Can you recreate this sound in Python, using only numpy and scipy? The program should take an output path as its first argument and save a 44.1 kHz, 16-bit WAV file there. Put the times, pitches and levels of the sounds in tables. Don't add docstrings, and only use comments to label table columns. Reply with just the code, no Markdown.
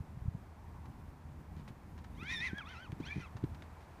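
import sys
import numpy as np
from scipy import signal
from scipy.fft import rfft, irfft
from scipy.io import wavfile
from scipy.ndimage import uniform_filter1d

SR = 44100
rng = np.random.default_rng(int(sys.argv[2]) if len(sys.argv) > 2 else 0)


def file_out(sig):
    cols = np.atleast_2d(sig).T
    lim = np.clip(cols, -1, 1)
    pcm = np.round(lim * 32767).astype(np.int16)
    wavfile.write(sys.argv[1], SR, pcm)


N = 176400

# (s, Hz)
LONG_PITCH = [(2.16, 921.9), (2.182, 1071), (2.306, 1808), (2.326, 1910), (2.392, 1747), (2.46, 2103), (2.51, 1502),
              (2.58, 1691), (2.6, 1590), (2.62, 1182), (2.638, 1054), (2.658, 1127), (2.692, 1450), (2.72, 1582),
              (2.762, 1262), (2.83, 1577), (2.852, 1470), (2.88, 1013), (2.9, 1020)]
SHORT_PITCH = [(3.0,900),(3.04,1200),(3.075,1570),(3.115,1770),(3.15,1740),(3.21,1450),(3.245,1330),(3.285,950)]
# (s, dB)
LONG_LEVEL = [(2.15, -68), (2.16, -71), (2.218, -49.5), (2.25, -51.5), (2.314, -38), (2.4, -44.5), (2.414, -39.5),
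              (2.476, -38), (2.492, -48.5), (2.538, -56), (2.59, -43), (2.648, -58), (2.67, -52), (2.862, -55.5),
              (2.91, -76)]
SHORT_LEVEL = [(3.01,-69),(3.04,-54.5),(3.08,-48.5),(3.095,-52),(3.115,-42),(3.132,-44),(3.148,-56),(3.19,-58.5),(3.215,-54),(3.25,-53.5),(3.285,-65)]
# (s, second vibration dB, rushing air dB, overtones dB), against the clean whistle
LONG_ROUGH = [(2.18,-22,-23,6),(2.235,-10,-13,-3.5),(2.285,1.5,-10.5,0.5),(2.325,-10,-5,-1),(2.375,-17,-13.5,6.5),(2.44,-9.5,-8,-6.5),(2.48,-13,-7,-9.5),(2.52,-19,-7.5,-16),(2.58,-27,-19,-19.5),(2.655,-16,-15,1),(2.71,-8,-5.5,-4.5),(2.77,-18,-7,-1.5),(2.87,-31,-16,-4)]
SHORT_ROUGH = [(3.02,-11,-13,8),(3.08,-19,-5,1.5),(3.127,10,-18,-5),(3.16,-3,8,-18),(3.2,-4,10,-1),(3.245,-29,-12,0.5)]
# (s, Hz)
SECOND_PITCH = [(2.25,636.4),(2.32,637),(2.39,580.4),(2.45,639),(2.72,617.4),(3.11,578),(3.14,616)]
LOWER_SIDEBAND_DB, SECOND_JITTER = -24, 0.0265
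JITTER, JITTER_PER_S, SHIMMER_DB = 0.0081, 144, 4.5
OVERTONE_DB = -1
# (Hz, dB)
THROAT = [(500,-30),(800,-14),(1030,11.5),(1300,0),(1620,-3.5),(1980,4.5),(2200,2.5),(2500,8.5),(2850,-9),(3250,1.5),(3650,-3.5),(4050,-13),(4700,-17.5),(5400,-17.5),(6200,-19.5),(7200,-28.5),(8100,-39),(9300,-32.5),(11000,-45),(15000,-46)]
# (Hz, dB per Hz)
AIR = [(400,-30),(750,-22),(1030,0),(1300,-34),(1700,-10),(2030,7),(2200,-1.5),(2480,8),(2820,-33),(3200,-7),(3900,-9),(4700,-13.5),(6200,-14),(8100,-33),(9400,-21),(11000,-37),(15000,-42)]
SQUEAL_DB = 0.0
# (delay s, dB)
ECHOES = [(0.044,-19.5),(.09,-41),(.16,-39)]
ECHO_CUT_HZ = 2300
# (s, peak dB, Hz)
BUMPS = [(.007,-33,113),(0.037,-48.5,185),(0.153,-44,85),(0.176,-36,107),(0.224,-32,84),(.259,-32,106),(.285,-24,93.5),(0.352,-29.5,116)]
# (s, ground swing dB, its Hz, knock dB)
THUDS = [(1.567,-39,163,-63),(1.594,-40.5,192,-62),(2.225,-42.5,200,-44),(2.53,-33,196.5,-36.5),(2.895,-38.5,92,-55),(2.925,-34.5,140.6,-39.5),(3,-43,131.2,-30.5),(3.007,-39.5,168.6,-66),(3.157,-35,162,-47),(3.164,-35,183,-39),(3.178,-32,147,-40),(3.199,-45,180,-42),(3.352,-37.5,101,-64),(3.426,-38,113,-57),(3.437,-28,149,-25.5),(3.515,-39,77.4,-52),(3.683,-48,111,-63)]
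THUD_CYCLES, THUD_CUT_HZ, THUD_ATTACK_S = 6.6, 446, 0.00099
# (s, peak dB, length s)
CRUNCHES = [(0.855,-50,0.0067),(1.566,-54,0.029),(1.594,-62.5,0.014),(1.678,-45,.009),(1.683,-53,.008),(1.978,-51,0.015),(2.042,-49,0.0086),(2.233,-43,0.0042),(2.581,-42.5,.006),(2.92,-48,0.0086),(3,-50.5,0.017),(3.368,-48.5,0.0094),(3.44,-45,0.0046),(3.547,-48,.006),(3.623,-47,0.0058),(3.639,-63,.012),(3.806,-55.5,.025)]
CRUNCH = [(400,5),(800,8),(1600,9),(2600,2),(4200,-2),(6500,-9.5),(9000,-18),(15000,-27.5)]   # (Hz, dB per Hz)
CRUNCH_DB, GRAIN_DB = -5, 4
# (Hz, dB per Hz)
FAR = [(300,-1.5),(500,-7),(700,-3.5),(930,-2.5),(1200,-8.5),(1730,-12.5),(2400,-17),(2900,-23),(5000,-28),(8000,-31.5),(15000,-37.5)]
FAR_LEVEL = [(0,-64),(.55,-64.5),(.85,-64),(1.2,-64.5),(1.7,-64.5),(2.8,-62),(3.55,-61.5),(4,-61)]   # (s, dB)
FAR_DB = 1.5
# (s, dB)
RUMBLE = [(20,-11.5),(35,-12),(48,3.5),(100,-0.5),(150,-1),(220,-5.5),(350,-15.5),(480,-21),(900,-48.5)]
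RUMBLE_LEVEL = [(0,-53.5),(.4,-54),(.55,-57),(.75,-51.5),(.95,-52),(1.2,-52),(1.5,-51.5),(1.95,-54.5),(2.25,-50.5),(2.75,-55.5),(3.1,-52),(3.55,-52),(3.75,-55),(4,-58)]
GUST_DB = 1.86
HUM_HZ, HUM_WIDTH_HZ, HUM_DB = 78.7, 8.4, -55.5
CUTOFF_HZ = 15300
T = np.arange(N) / SR
JITTER_GROWTH = 0.45
KNOCK_HZ, KNOCK_CYCLES = 283, 6.8
RASP_HZ, RASP_JITTER, RASP_DB = 209.6, 0.188, -4.5
THUD_LOW_CUT_HZ = 43
# (s, dB)
TYRES = [(500,-30),(780,-6.5),(930,-1),(1080,-2.5),(1500,-37.5)]
TYRES_LEVEL = [(.4,-75.5),(.85,-64),(1.25,-77),(1.7,-74),(2.1,-77.5)]


def from_db(db):
    return 10 ** (np.asarray(db) / 20)


def rms_one(x):
    return x / np.sqrt(np.mean(x ** 2) + 1e-20)


def in_time(rows):
    s, *columns = np.transpose(rows)
    return [np.interp(T, s, c) for c in columns]


def at_hz(points, hz):
    f, db = np.transpose(points)
    return from_db(np.interp(np.log(hz + 1e-3), np.log(f), db))


def coloured(x, spectrum):
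    return irfft(rfft(x) * at_hz(spectrum, np.arange(N // 2 + 1) * SR / N), N)


def noise(spectrum):
    return rms_one(coloured(rng.standard_normal(N), spectrum))


def cut(x, hz, kind, order=2):
    return signal.sosfilt(signal.butter(order, hz, kind, fs=SR, output="sos"), x)


def drift(rate):
    f = np.arange(N // 2 + 1) * SR / N
    return rms_one(irfft(rfft(rng.standard_normal(N)) / (1 + (f / rate) ** 2), N))


def squeal(pitch, level, rough):
    second_db, air_db, bright_db = in_time(rough)
    unsteady = JITTER * from_db(JITTER_GROWTH * (air_db + 9))
    hz = uniform_filter1d(in_time(pitch)[0], size=500) * (1 + unsteady * drift(JITTER_PER_S))
    second_hz = in_time(SECOND_PITCH)[0] * (1 + SECOND_JITTER * drift(JITTER_PER_S))
    rasp_hz = RASP_HZ * (1 + RASP_JITTER * drift(JITTER_PER_S))
    on = (T > level[0][0]) & (T < level[-1][0])
    partners = ((0, 0), (second_hz, second_db), (-second_hz, second_db + LOWER_SIDEBAND_DB), (rasp_hz, air_db + RASP_DB))
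    voice = np.zeros(N)
    for k in range(1, 9):
        harmonic_db = bright_db * np.log2(k) + OVERTONE_DB * (k - 1) + SHIMMER_DB * drift(44)
        for offset_hz, db in partners:
            partial_hz = (k * hz + offset_hz)[on]
            voice[on] += from_db((harmonic_db + db)[on]) * at_hz(THROAT, partial_hz) * np.sin(2 * np.pi * np.cumsum(partial_hz) / SR)
    voice /= np.sqrt(np.abs(uniform_filter1d(voice ** 2, size=700)) + 1e-9)
    air = from_db(air_db) * rms_one(noise(AIR) * (1 + .5 * np.cos(2 * np.pi * np.cumsum(second_hz) / SR)))
    loudness = from_db(in_time(level)[0] + SQUEAL_DB) * uniform_filter1d(on * 1., size=400)
    return loudness * (voice + air) / np.sqrt(1 + from_db(2 * air_db))


def field(x):
    dull = cut(x, ECHO_CUT_HZ, "low")
    return x + sum(from_db(db) * np.interp(T - s, T, dull) for s, db in ECHOES)


def wind():
    out = noise(RUMBLE) * from_db(in_time(RUMBLE_LEVEL)[0] + GUST_DB * drift(8.6))
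    for s, db, hz in BUMPS:
        u = (np.pi * hz * (T - s)) ** 2
        out += from_db(db) * (1 - 2 * u) * np.exp(-np.minimum(u, 50))
    return out


def thuds():
    out = np.zeros(N)
    for s, swing_db, swing_hz, knock_db in THUDS:
        age = np.clip(T - s, 0, .5)
        for db, hz, cycles in ((swing_db, swing_hz, THUD_CYCLES), (knock_db, KNOCK_HZ, KNOCK_CYCLES)):
            out += from_db(db - 60 * age * hz / cycles) * (1 - np.exp(-age / THUD_ATTACK_S)) * np.sin(2 * np.pi * hz * age)
    return 2 * cut(cut(out, THUD_LOW_CUT_HZ, "high"), THUD_CUT_HZ, "low", order=6)


def crunches():
    force = sum(from_db(db + CRUNCH_DB) * (T >= s) * np.exp(-np.clip(T - s, 0, .5) / length) for s, db, length in CRUNCHES)
    return force * rms_one(noise(CRUNCH) * from_db(GRAIN_DB * drift(400)))


def distance():
    hiss = rms_one(cut(noise(FAR), 354, "high")) * from_db(in_time(FAR_LEVEL)[0] + FAR_DB)
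    turn = 2 * np.pi * HUM_HZ * T
    hum = rms_one((1 + 0.63 * drift(HUM_WIDTH_HZ)) * np.sin(turn) + 0.43 * drift(HUM_WIDTH_HZ) * np.cos(turn))
    return hiss + noise(TYRES) * from_db(in_time(TYRES_LEVEL)[0]) + from_db(HUM_DB) * hum


def scene():
    horse = squeal(LONG_PITCH, LONG_LEVEL, LONG_ROUGH) + squeal(SHORT_PITCH, SHORT_LEVEL, SHORT_ROUGH)
    return (field(horse) + wind() + thuds() + crunches() + distance())[None]


def record(dry):
    return signal.sosfilt(signal.ellip(12, .1, 70, CUTOFF_HZ, fs=SR, output="sos"), dry)


dry = scene()
out = record(dry)
file_out(out)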